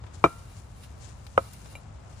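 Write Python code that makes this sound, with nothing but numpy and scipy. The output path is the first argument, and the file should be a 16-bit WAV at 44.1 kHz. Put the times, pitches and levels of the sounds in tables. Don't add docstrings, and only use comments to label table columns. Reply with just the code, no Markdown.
import sys
import numpy as np
from scipy import signal
from scipy.fft import rfft, irfft, next_fast_len
from scipy.io import wavfile
from scipy.ndimage import map_coordinates

SR = 44100
rng = np.random.default_rng(int(sys.argv[2]) if len(sys.argv) > 2 else 0)


def log_audio(samples):
    frames = np.atleast_2d(samples).T
    limited = np.clip(frames, -1, 1)
    pcm = np.round(limited * 32767).astype(np.int16)
    wavfile.write(sys.argv[1], SR, pcm)


N = 97020
RING_SAMPLES, CONTACT_RISE_S = SR // 3, 0.00084

STEEL_HZ = [1365, 2162, 2362, 2785, 3768, 3925, 7205, 9078, 11228]
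# (t60 [s], gain when struck [dB], when rubbed [dB], when freed [dB])
STEEL_MODES = [(0.47, -21, -21, -22), (0.048, -35.5, -10, -23), (0.05, 1.5, -4, 2), (.055, -14, -1, -6),
               (.08, -13.5, -8, -32), (0.15, -23, -9, -16), (0.12, -15, -3, -14.5), (.26, -22, -5, -38),
               (0.2, -28, -5.5, -15)]


def amp(db):
    return 10 ** (np.asarray(db) / 20)


def unit(x):
    return x / np.sqrt(np.mean(x ** 2) + 1e-20)


def along(points, hz):
    freqs, values = np.transpose(points)
    return np.interp(np.log(hz + 1), np.log(freqs + 1), values)


def curve(points):
    return np.interp(np.arange(N) / SR, *np.transpose(points))


def wobble(rate):
    return map_coordinates(rng.standard_normal(N // 8), [np.arange(N) * rate / SR], mode="wrap")


def pan(db):
    return amp(np.array([[db], [-db]]) / 2)


def filtered(x, response):
    n = x.shape[-1]
    padded = next_fast_len(n + SR // 10, True)
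    return irfft(rfft(x, padded) * response(np.fft.rfftfreq(padded, 1 / SR)), padded)[..., :n]


def noise(colour, alike, size=N):
    mid, side = filtered(rng.standard_normal((2, size)), lambda hz: amp(along(colour, hz)))
    angle = np.arccos(alike) / 2
    mid, side = np.cos(angle) * mid, np.sin(angle) * side
    return unit(np.array([mid + side, mid - side]))


def since(lag_ms=0):
    delay_s = np.maximum([[lag_ms], [-lag_ms]], 0) / 1000
    return np.maximum(np.arange(RING_SAMPLES) / SR - delay_s, 0)


def fade(t, t60, rise_s):
    return -np.expm1(-t / rise_s) * np.exp(-np.log(1000) * t / t60)


def ring(t, hz, t60):
    return np.sin(2 * np.pi * hz * t) * fade(t, t60, rise_s=0.25 / hz)


def softened(hz, bright_hz):
    return 1 / np.hypot(1, (hz / bright_hz) ** 2)


def add(out, start_s, sound):
    part = out[:, round(start_s * SR):][:, :RING_SAMPLES]
    part += sound[:, :part.shape[1]]


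def outdoors():
    # (frequency [Hz], gain [dB])
    rumble_colour = [(12, -52), (20, -39), (36, -10.5), (64, 0.5), (109, 0.5), (129, -6.5), (157, -9.5),
                     (173, -14.5), (201, -14), (260, -23.5), (340, -46), (570, -120)]
    # (frequency [Hz], gain [dB])
    air_colour = [(150, -5), (260, -1), (420, -3.5), (650, -1.5), (1300, -6.5), (1800, -13), (3000, -18.5),
                  (6000, -28), (14000, -85)]
    faint_band = [(400, -120), (570, -42), (900, -120)]
    rumble = noise(rumble_colour[:-1] + faint_band, alike=0.9) * pan(db=1.2)
    air = noise(air_colour, alike=0.13) * pan(db=3.5)
    return amp(-45) * rumble + amp(-55 + 0.82 * wobble(7.13)) * air


def sleeve():
    # (time [s], level [dB])
    rustle = [(0, -64.5), (.3, -57), (.5, -61.5), (.72, -62.5), (.95, -61), (1.2, -59.5), (1.55, -56),
              (1.8, -61), (1.93, -64.5), (2.2, -56)]
    # (peak time [s], width [s], level [dB])
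    swishes = [(0.151, .012, -48.5), (.195, 0.0067, -58), (.58, 0.031, -55), (1.028, 0.018, -50),
               (1.07, 0.039, -51), (1.33, 0.037, -65), (1.66, 0.044, -57), (2.17, 0.03, -70)]
    # (frequency [Hz], gain [dB])
    cloth_colour = [(500, -2), (2500, -1.5), (4000, -0.5), (7200, 4), (8600, -1), (10000, -8), (15000, -44)]
    t = np.arange(N) / SR
    swish_power = sum(amp(db) ** 2 * np.exp(-((t - s) / width) ** 2) for s, width, db in swishes)
    envelope = np.sqrt(amp(curve(rustle)) ** 2 + swish_power)
    cloth = unit(noise(cloth_colour, alike=0.32) * amp(2.2 * wobble(490) + 0.82 * wobble(40.9)))
    return cloth * envelope * amp([[0], [-17]])


def ticks():
    # (time [s], level [dB], t60 [s], left over right [dB], tilt [dB/octave])
    scratches = [(0.0376, -39, 0.028, 7, -5), (.064, -51, .08, 10.5, -1.5), (.835, -48, .1, 1, 3),
                 (1.2655, -45, 0.042, 9.5, 3), (1.532, -41, 0.039, 0, 13), (1.657, -43, 0.038, -3, -1.5),
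                 (1.753, -40.5, 0.026, 7, -12.5), (2.195, -53, 0.18, -4, 1)]
    # (frequency [Hz], gain [dB])
    grit_colour = [(200, -3), (700, 12), (1300, 12.5), (2000, 7.5), (3500, 8.5), (5000, 2.5), (9000, -8),
                   (15000, -16.5)]
    out = np.zeros((2, N))
    for s, db, t60, side, tilt in scratches:
        colour = [(hz, gain + tilt * np.log2(hz)) for hz, gain in grit_colour]
        grit = noise(colour, alike=0.25, size=RING_SAMPLES)
        add(out, s, amp(db) * pan(side) * grit * fade(since(), t60, CONTACT_RISE_S))
    return out


def paddle(t, place, bright_hz):
    # (frequency [Hz], t60 [s], gain at tip [dB], gain at middle [dB], left over right [dB])
    wood_modes = [(156, 0.054, -14, -33, 1), (326, 0.054, -13, -24, 3.5), (430, 0.016, -7, -27.5, 4),
                  (542.4, 0.036, -14.5, -6.5, 5), (674, 0.054, -16, -18.5, -11),
                  (699, 0.011, -19.5, 0.5, 11), (1000, .05, -28, -28, -8), (1010, 0.0065, 4, -14.5, 1),
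                  (1267, 0.031, -4.5, -5.5, -5), (1356, 0.063, -16, -28.5, 17),
                  (1504, 0.015, -27.5, -13, 3), (2003, 0.031, -37, -18, -4), (2550, 0.01, -43, -14.5, 7)]
    out = np.zeros_like(t)
    for k, (hz, t60, tip, middle, side) in enumerate(wood_modes):
        drive = amp(tip + place * (middle - tip)) * softened(hz, bright_hz)
        out += (-1) ** k * drive * pan(side) * ring(t, hz, t60)
    return out


def knocks():
    # (time [s], gain [dB], brightness [Hz], place [0 tip, 1 middle],
    # steel ring gain [dB], left lag [ms])
    contacts = [(0.2405, 0, 3000, 0, -14.5, 0.091), (.2432, -5, 600, 0.084, -6, 0.3),
                (0.249, -7.5, 650, 0.78, -15, .05), (0.26, -13, 1900, 0.052, -16, .1),
                (0.2625, -17, 700, 0, -25, 0.038), (1.3765, -17, 9140, 0.4, -19.5, 0.092),
                (1.3783, -2, 2330, 0.9, -40, 0.24)]
    # (frequency [Hz], gain [dB])
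    crack_colour = [(200, 14), (1500, 20.5), (3000, 14), (4300, -20), (5600, -12), (10000, -6.5),
                    (15000, -25)]
    # (frequency [Hz], gain [dB])
    clack_colour = [(60, 1.5), (300, 2.5), (750, -2.5), (1300, -1), (1650, -15), (3000, -22), (4300, -33.5),
                    (6000, -26.5), (14000, -54)]
    out = np.zeros((2, N))
    head_modes = np.array([amp(struck) * ring(since(lag_ms=-0.099), hz, t60)
                           for hz, (t60, struck, _, _) in zip(STEEL_HZ, STEEL_MODES)])
    for s, db, bright_hz, place, steel_db, lag_ms in contacts:
        t = since(lag_ms)
        steel = amp(steel_db) * np.tensordot(softened(np.array(STEEL_HZ), bright_hz), head_modes, axes=1)
        crack = noise(crack_colour, alike=0.53, size=RING_SAMPLES) * fade(t, 0.0096, CONTACT_RISE_S)
        clack = noise(clack_colour, alike=1.0, size=RING_SAMPLES) * fade(t, t60=0.082, rise_s=0.00038)
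        crack *= amp(-14.5 - 5 * place) * (bright_hz / 2500) ** 2
        clack *= amp(-19 - 9 * place)
        add(out, s, amp(db) * (paddle(t, place, bright_hz) + steel + clack + crack))
    return out


def stroke():
    # (time [s], level [dB])
    slide = [(0, -85), (.23, -65.5), (.25, -54.5), (.4, -61), (.57, -60), (.72, -70), (.77, -60),
             (.81, -61.5), (.84, -57), (.89, -66), (1.36, -69), (1.385, -55.5), (1.43, -57.5),
             (1.49, -54.5), (1.62, -60.5), (1.67, -60.5), (1.76, -59.5), (1.82, -83.5), (2.2, -68.5)]
    # (frequency [Hz], gain [dB])
    hiss_colour = [(300, -14), (1500, -0.5), (3000, -4.5), (4500, 1.5), (6500, -4.5), (10500, 2.5),
                   (12500, -12.5), (15500, -4.5)]
    grain = unit(noise(hiss_colour, alike=0.133) * amp(2 * wobble(700) + 2.2 * wobble(33.67)))
    friction = grain * amp(curve(slide))
    singing = np.std(friction) * unit(filtered(friction, rubbed_steel))
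    return friction + amp(-8.5) * singing


def rubbed_steel(hz):
    response = 0
    for mode_hz, (t60, _, rubbed, _) in zip(STEEL_HZ, STEEL_MODES):
        width_hz = np.log(1000) / np.pi / t60
        damping = 1j * hz * width_hz
        response += amp(rubbed) * damping / (mode_hz ** 2 - hz ** 2 + damping)
    return response


def ping():
    # (time [s], gain [dB])
    slips = [(1.7533, -38)]
    out, t = np.zeros((2, N)), since(lag_ms=0.028)
    steel = sum(amp(freed) * ring(t, hz, t60) for hz, (t60, _, _, freed) in zip(STEEL_HZ, STEEL_MODES))
    tock = amp(1) * paddle(t, place=1.0, bright_hz=1090)
    for s, db in slips:
        add(out, s, amp(db) * (steel + tock))
    return out


def yard(x):
    # (frequency [Hz], t60 [s])
    decay_times = [(150, 0.15), (1300, 0.46), (4000, .25), (12000, 0.11)]
    hz, t, spectrum = signal.stft(rng.standard_normal((2, SR // 2)), SR, nperseg=256)
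    decay = np.exp(-np.log(1000) * t / along(decay_times, hz)[:, None])
    _, tail = signal.istft(spectrum * decay, SR, nperseg=256)
    return signal.fftconvolve(x, tail / np.linalg.norm(tail[0]), axes=1)[:, :N]


def scene():
    close = knocks() + ping() + ticks() + stroke() + sleeve()
    return close + amp(-30.5) * yard(close) + outdoors()


def record(dry):
    ceiling, top_hz = 0.95, 15500
    rounded = dry / (1 + np.abs(dry / ceiling) ** 8) ** (1 / 8)
    return filtered(rounded, lambda hz: hz < top_hz)


dry = scene()
out = record(dry)
log_audio(out)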